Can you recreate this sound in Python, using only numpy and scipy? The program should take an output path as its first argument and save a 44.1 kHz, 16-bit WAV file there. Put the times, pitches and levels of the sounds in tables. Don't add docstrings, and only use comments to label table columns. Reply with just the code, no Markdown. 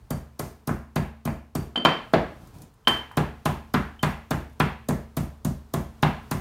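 import sys
import numpy as np
from scipy import signal
from scipy.fft import rfft, irfft
from scipy.io import wavfile
from scipy.ndimage import uniform_filter1d

SR = 44100
rng = np.random.default_rng(int(sys.argv[2]) if len(sys.argv) > 2 else 0)


def level_to_linear(level):
    exponent = np.asarray(level, float) / 20
    return 10 ** exponent


def to_wav(sig):
    pcm = np.clip(np.atleast_2d(sig), -1, 1) * 32767
    pcm = np.round(pcm).astype(np.int16)
    wavfile.write(sys.argv[1], SR, pcm.T)


N = 282460


def rms_one(x):
    return x / np.sqrt(np.mean(x ** 2) + 1e-20)


def at_hz(points, hz, column=1):
    points = np.array(points)
    return np.interp(np.log(hz), np.log(points[:, 0]), points[:, column])


def filtered(x, order, edge_hz, kind):
    return signal.sosfilt(signal.butter(order, edge_hz, kind, fs=SR, output="sos"), x)


def coloured(spectrum, size):
    hz = np.arange(size // 2 + 1) * SR / size + 0.00083
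    white = rfft(rng.standard_normal(size))
    return rms_one(irfft(white * level_to_linear(at_hz(spectrum, hz)), size))


def clicks(times, gains):
    out = np.full(N, 1e-18)
    samples = (np.asarray(times) * SR).astype(int)
    np.add.at(out, np.clip(samples, 0, N - 1), gains)
    return out


def ring(force, hz, t60):
    radius, turn = level_to_linear(-60 / (t60 * SR)), 2 * np.pi * hz / SR
    return signal.lfilter([0, np.sin(turn)], [1, -2 * radius * np.cos(turn), radius * radius], force)


def swell(force, rise_s, fall_s):
    rise, fall = np.exp(-1 / (rise_s * SR)), np.exp(-1 / (fall_s * SR))
    falling = signal.lfilter([1], [1, -fall], force)
    return signal.lfilter([1 - rise], [1, -rise], falling)


# (frequency [Hz], level [dB per Hz])
ROOM_TONE = [(18, -24.5), (30, 21.5), (131, 4), (161, -10.5), (194, -8), (394, -18), (437, -10.5),
             (512, -21), (866, -17.5), (1040, -17.5), (2120, -29), (12300, -38.5), (16000, -38)]
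# (time [s], activity [dB])
BODIES_MOVING = [
    (0, 11.5),
    (.25, -6),
    (.68, -17),
    (1.62, -2),
    (2.49, 2),
    (2.9, -7.5),
    (3.4, 2),
    (5.3, -2),
    (6.4, 4.5),
]
# (time [s], rustle level [dB])
SLEEVE_RUSTLE = [
    (0, -56),
    (1.6, -60.5),
    (1.9, -52),
    (2.5, -49.5),
    (2.75, -58.5),
    (3.1, -53),
    (5.6, -55.5),
    (6.3, -48.5),
]
# (time [s], shuffle level [dB])
HAND_SHUFFLE = [
    (2.40, -39.5),
    (2.53, -36),
    (2.599, -39.5),
]
# (frequency [Hz], level [dB per Hz])
GRIP_COLOUR = [(35, -20), (60, -7), (149, -5), (338, -12), (389, -27.5), (803, -19), (903, -29),
               (1010, -16), (1110, -34.5), (16000, -43.5)]


def background():
    t = np.arange(N) / SR
    rumble_db = -54 + np.interp(t, *np.transpose(BODIES_MOVING))
    rustle_db = np.interp(t, *np.transpose(SLEEVE_RUSTLE))
    tone = coloured(ROOM_TONE, N)
    rumble = level_to_linear(rumble_db) * rms_one(filtered(tone, 4, 140, "low"))
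    rustle = level_to_linear(rustle_db) * rms_one(filtered(tone, 4, 140, "high"))
    s, shuffle_db = np.transpose(HAND_SHUFFLE)
    rub = swell(clicks(s, level_to_linear(shuffle_db + 4.5)), rise_s=0.032, fall_s=0.022)
    return rumble + rustle + rub * coloured(GRIP_COLOUR, N)


# (frequency [Hz], t60 [s], level [dB])
KITCHEN_TAIL = [(295, 0.34, 4), (596, 0.39, -6), (1163, 0.38, -7), (2244, 0.45, -4), (4840, 0.46, -16.5),
                (9300, 0.087, 1), (15200, 0.1, -15)]


def kitchen(x):
    t = np.arange(SR) / SR
    white, tail = rng.standard_normal((2, len(t))), 0
    edges = 100 * 2 ** np.arange(0, 7.6, .5)
    for k, (low, high) in enumerate(zip(edges, edges[1:])):
        hz = np.sqrt(low * high)
        band = filtered(white[k % 2], 2, [low, high], "band")
        fading_db = at_hz(KITCHEN_TAIL, hz, column=2) - 60 * t / at_hz(KITCHEN_TAIL, hz)
        tail = tail + band * level_to_linear(fading_db)
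    onset = 1 - np.exp(-np.maximum(t - .004, 0) / 0.001)
    return signal.fftconvolve(x, level_to_linear(-32.5) * tail * onset)[:N]


def diffuse(x):
    white, tail = rng.standard_normal((2, N)), 0
    edges = 280 * 2 ** np.arange(0, 6.1, 1 / 3)
    for k, (low, high) in enumerate(zip(edges, edges[1:])):
        hz = np.sqrt(low * high)
        fall_s = at_hz(KITCHEN_TAIL, hz) / (6 * np.log(10))
        energy = swell(filtered(x, 2, [low, high], "band") ** 2, 0.002, fall_s)
        band = rms_one(filtered(white[k % 2], 2, [low, high], "band"))
        tail = tail + level_to_linear(at_hz(KITCHEN_TAIL, hz, column=2)) * np.sqrt(energy) * band
    return level_to_linear(-26.5) * tail


# (time [s], counter thud [dB], knock [dB], bowl body [dB], seed crunch [dB])
PESTLE_BLOWS = [(.108, -21.5, -26.5, -27, -24.5), (.396, -28.5, -27, -26, -20),
                (.676, -18.5, -29, -29, -24.5), (.961, -15.5, -19.5, -22.5, -25.5),
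                (1.255, -19.5, -30, -33, -26), (1.554, -22, -27, -24, -24),
                (1.757, -46, -21.5, -31.5, -61.5), (1.85, -20.5, -5, -11, -27),
                (2.136, -20.5, -11.5, -5.5, -31), (2.873, -28, -8, -19, -57),
                (3.173, -16.5, -15, -15.5, -25), (3.457, -16.5, -15, -20, -20.5),
                (3.741, -14, -13, -18, -24.5), (4.031, -16, -12, -19, -20.5),
                (4.31, -20.5, -18.5, -19, -23), (4.601, -14, -10.5, -18.5, -25),
                (4.889, -15.5, -26.5, -20, -22.5), (5.171, -19, -25.5, -24.5, -21.5),
                (5.451, -17.5, -31, -45.5, -23), (5.74, -17.5, -24.5, -19, -21.5),
                (6.028, -12.5, -10, -18, -23.5), (6.314, -18.5, -20, -24.5, -19.5)]
# (time [s], loss [dB])
GLANCING_BLOWS = [
    (.108, 3),
    (.396, 7),
    (1.255, 1),
    (1.757, 25.5),
    (1.85, 17),
    (2.874, 5),
]
# (frequency [Hz], level [dB], t60 [s])
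COUNTER_MODES = [(48.27, -19, 0.27), (60, -21.5, 0.38), (71.74, -18.5, 0.65), (96.66, -15.5, 0.33),
                 (131, -13, 0.26), (139.3, -6.5, 0.054), (152.24, 2.5, 0.16), (187, -4, 0.12),
                 (201.7, -1.5, 0.17), (223.7, -9.5, 0.6), (236.4, 1.5, 0.099), (293.5, -21.5, 0.087),
                 (355, -24, .2), (395, -19, .1) ]
# (delay [s], level [dB])
FLOOR_ANSWERS = [
    (0.019, -7.5),
    (.033, -17),
    (0.056, -7.5),
]


def counter():
    weight_db, thud_lag_s, deep_lag_s = -12.5, 0.0018, .015
    s, thud_db = np.transpose(PESTLE_BLOWS)[:2]
    deep_db = np.full(len(s), weight_db)
    for at_s, loss_db in GLANCING_BLOWS:
        deep_db[np.argmin(abs(s - at_s))] -= loss_db
    thud = 0
    for k, (hz, level_db, t60) in enumerate(COUNTER_MODES):
        deep = hz < 135
        own_db = level_db + 0.5 + rng.normal(0, 1, len(s)) + (deep_db if deep else thud_db)
        force = clicks(s + thud_lag_s + deep_lag_s * deep, level_to_linear(own_db))
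        thud = thud + (-1) ** k * ring(force, hz, t60)
    delay_s, answer_db = np.transpose(FLOOR_ANSWERS)
    answers = clicks(delay_s, level_to_linear(answer_db))[:SR // 8]
    return thud + signal.fftconvolve(thud, answers)[:N]


# (time [s], ring level [dB], upper modes [dB])
STONE_TOUCHES = [(.109, -48, 21.5), (.397, -78, 21.5), (0.959, -70.5, 44), (1.257, -45.5, 16.5),
                 (1.556, -64.5, 39.5), (1.759, -14.5, -7), (1.776, -26, -2), (1.822, -34, -6),
                 (1.850, -11, -1), (2.850, -51.5, -19.5), (2.872, -6, -13.5), (3.114, -56, 4),
                 (3.993, -40, -20), (4.887, -62, 18), (6.027, -62, 10)]
# (frequency [Hz], level [dB], t60 [s])
PESTLE_MODES = [(2870, -18, .04), (3095, 2, .04), (3070, -13, .22), (3112, -9, .36), (3330, -16, .04),
                (4600, -26, .3), (4640, -24, .33), (6800, -24, .06), (6950, -26, .05), (8750, -21, .04),
                (10700, -33, .04), (11650, -32, .05), (12600, -30, .03)]


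def pestle():
    s, ring_db, upper_db = np.transpose(STONE_TOUCHES)
    out = 0
    for hz, level_db, t60 in PESTLE_MODES:
        force = clicks(s, level_to_linear(ring_db + level_db + upper_db * (hz > 4000)))
        out = out + filtered(ring(force, hz, t60), 2, [hz / 1.15, hz * 1.15], "band")
    waver = uniform_filter1d(uniform_filter1d(rng.standard_normal(N), size=500), size=500)
    return out * level_to_linear(2.2 * rms_one(waver))


# (time [s], knock [dB], bowl body [dB], seed crunch [dB])
STONE_ROCKS = [
    (.692, -22, -21.5, -63),
    (1.275, -21, -23, -50),
    (1.774, -29.5, -25.5, -69.5),
    (2.882, -20, -32, -18.5),
    (3.112, -34.5, -60, -81),
    (4.907, -25.5, -35, -52),
    (5.465, -66, -29.5, -72),
]
# (time [s], tick level [dB])
SEED_TICKS = [(2.471, -46.5), (2.583, -48), (2.618, -38), (3.993, -55.5), (4.249, -69.5), (4.496, -56.5),
              (4.529, -55), (2.738, -55.5), (3.114, -47.5), (3.9, -70), (6.29, -59.5)]
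# (frequency [Hz], level [dB per Hz])
CRUNCH_COLOUR = [(1180, 11.5), (2000, -42), (3340, 3.5), (4120, 1.5), (4650, 5.5), (7060, 5), (8050, -4.5),
                 (8550, 7), (10400, 1.5), (12200, 7.5), (16000, 1)]


def seeds():
    burst_lead_s, squeeze_s = 0.0028, 0.0027
    crushing = [(row[0] - burst_lead_s, row[-1]) for row in PESTLE_BLOWS + STONE_ROCKS]
    s, crunch_db = np.transpose(crushing)
    burst = swell(clicks(s, level_to_linear(crunch_db)), 0.00099, 0.0028)
    squeeze = swell(clicks(s - squeeze_s, level_to_linear(crunch_db - 20.0)), 0.00049, 0.0031)
    spray = swell(clicks(s, level_to_linear(crunch_db - 13.5)), 0.046, 0.022)
    tick_s, tick_db = np.transpose(SEED_TICKS)
    ticks = swell(clicks(tick_s, level_to_linear(tick_db)), 0.0015, 0.0038)
    grain = level_to_linear(2.43 * uniform_filter1d(rng.standard_normal(N), size=36) * 4.9)
    return (burst + squeeze + spray + ticks) * grain * coloured(CRUNCH_COLOUR, N)


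def contacts():
    s, _, knock_db, body_db, crunch_db = np.transpose(PESTLE_BLOWS)
    rock_s, rock_db, rock_body_db, _ = np.transpose(STONE_ROCKS)
    slip_s = s + .006 * rng.uniform(.8, 1.2, len(s))
    times = np.r_[s, slip_s, rock_s]
    cushioned = crunch_db > -28.5
    landing_db, slip_db = knock_db - 4 * cushioned, knock_db - 8 * ~cushioned
    knocks_db = np.r_[landing_db, slip_db, rock_db]
    bodies_db = np.r_[body_db, body_db - 6, rock_body_db]
    slip_crack_db, whole_seeds_db, grit_forms_s = -17, -22, 0.41
    crack_db = -7.5 + 0.97 * np.r_[knock_db, knock_db + slip_crack_db, rock_db + slip_crack_db]
    crack_db = crack_db + whole_seeds_db * np.exp(-(times / grit_forms_s) ** 2)
    return times, knocks_db, bodies_db, crack_db


# (frequency [Hz], level [dB], t60 [s])
BOWL_MODES = [(242.7, -1.5, 0.06), (341, -10.5, 0.0087), (457, -8, 0.023), (620, -1.5, 0.02),
              (632.1, -23.5, 0.24), (737.3, -36, 0.44), (998, -27.5, 0.27), (829.4, 0, 0.025),
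              (1024, 0, 0.034), (1334, 6.5, 0.0074), (1675, 0.5, 0.013), (1970, -9.5, 0.024),
              (2430, -9, 0.02)]


def bowl():
    s, knock_db, body_db, crack_db = contacts()
    scatter_db = rng.normal(0, 2.2, (len(s), len(BOWL_MODES)))
    out = 0
    for k, (hz, level_db, t60) in enumerate(BOWL_MODES):
        if hz < 700:
            blow_db, sign = body_db + 4.0, 1
        else:
            blow_db, sign = knock_db - 1.5, (-1) ** k
        force = clicks(s, level_to_linear(blow_db + level_db + scatter_db[:, k]))
        out = out + sign * ring(force, hz, t60)
    knock = filtered(out, 2, [200, 2400], "band")
    crack = swell(clicks(s, level_to_linear(crack_db + 10.0)), 0.0024, 0.0043) * rng.standard_normal(N)
    return knock + filtered(crack, 3, [1900, 4400], "band")


def scene():
    knocks, tones, thud = bowl() + seeds(), pestle(), counter()
    alike = knocks * level_to_linear(1.5)
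    walls = diffuse(knocks) + kitchen(tones + alike + level_to_linear(-13) * thud)
    return (knocks + tones + thud + walls + background())[None]


def top_cut(x):
    return signal.sosfilt(signal.butter(12, 15750, fs=SR, output="sos"), x)


def record(dry):
    mic = filtered(dry, 6, 40, "high")
    mic = signal.sosfilt(signal.cheby2(10, 40, 16700, fs=SR, output="sos"), mic)
    mix = 1.073 * np.tanh(mic / 1.503)
    return top_cut(mix)


dry = scene()
out = record(dry)
to_wav(out)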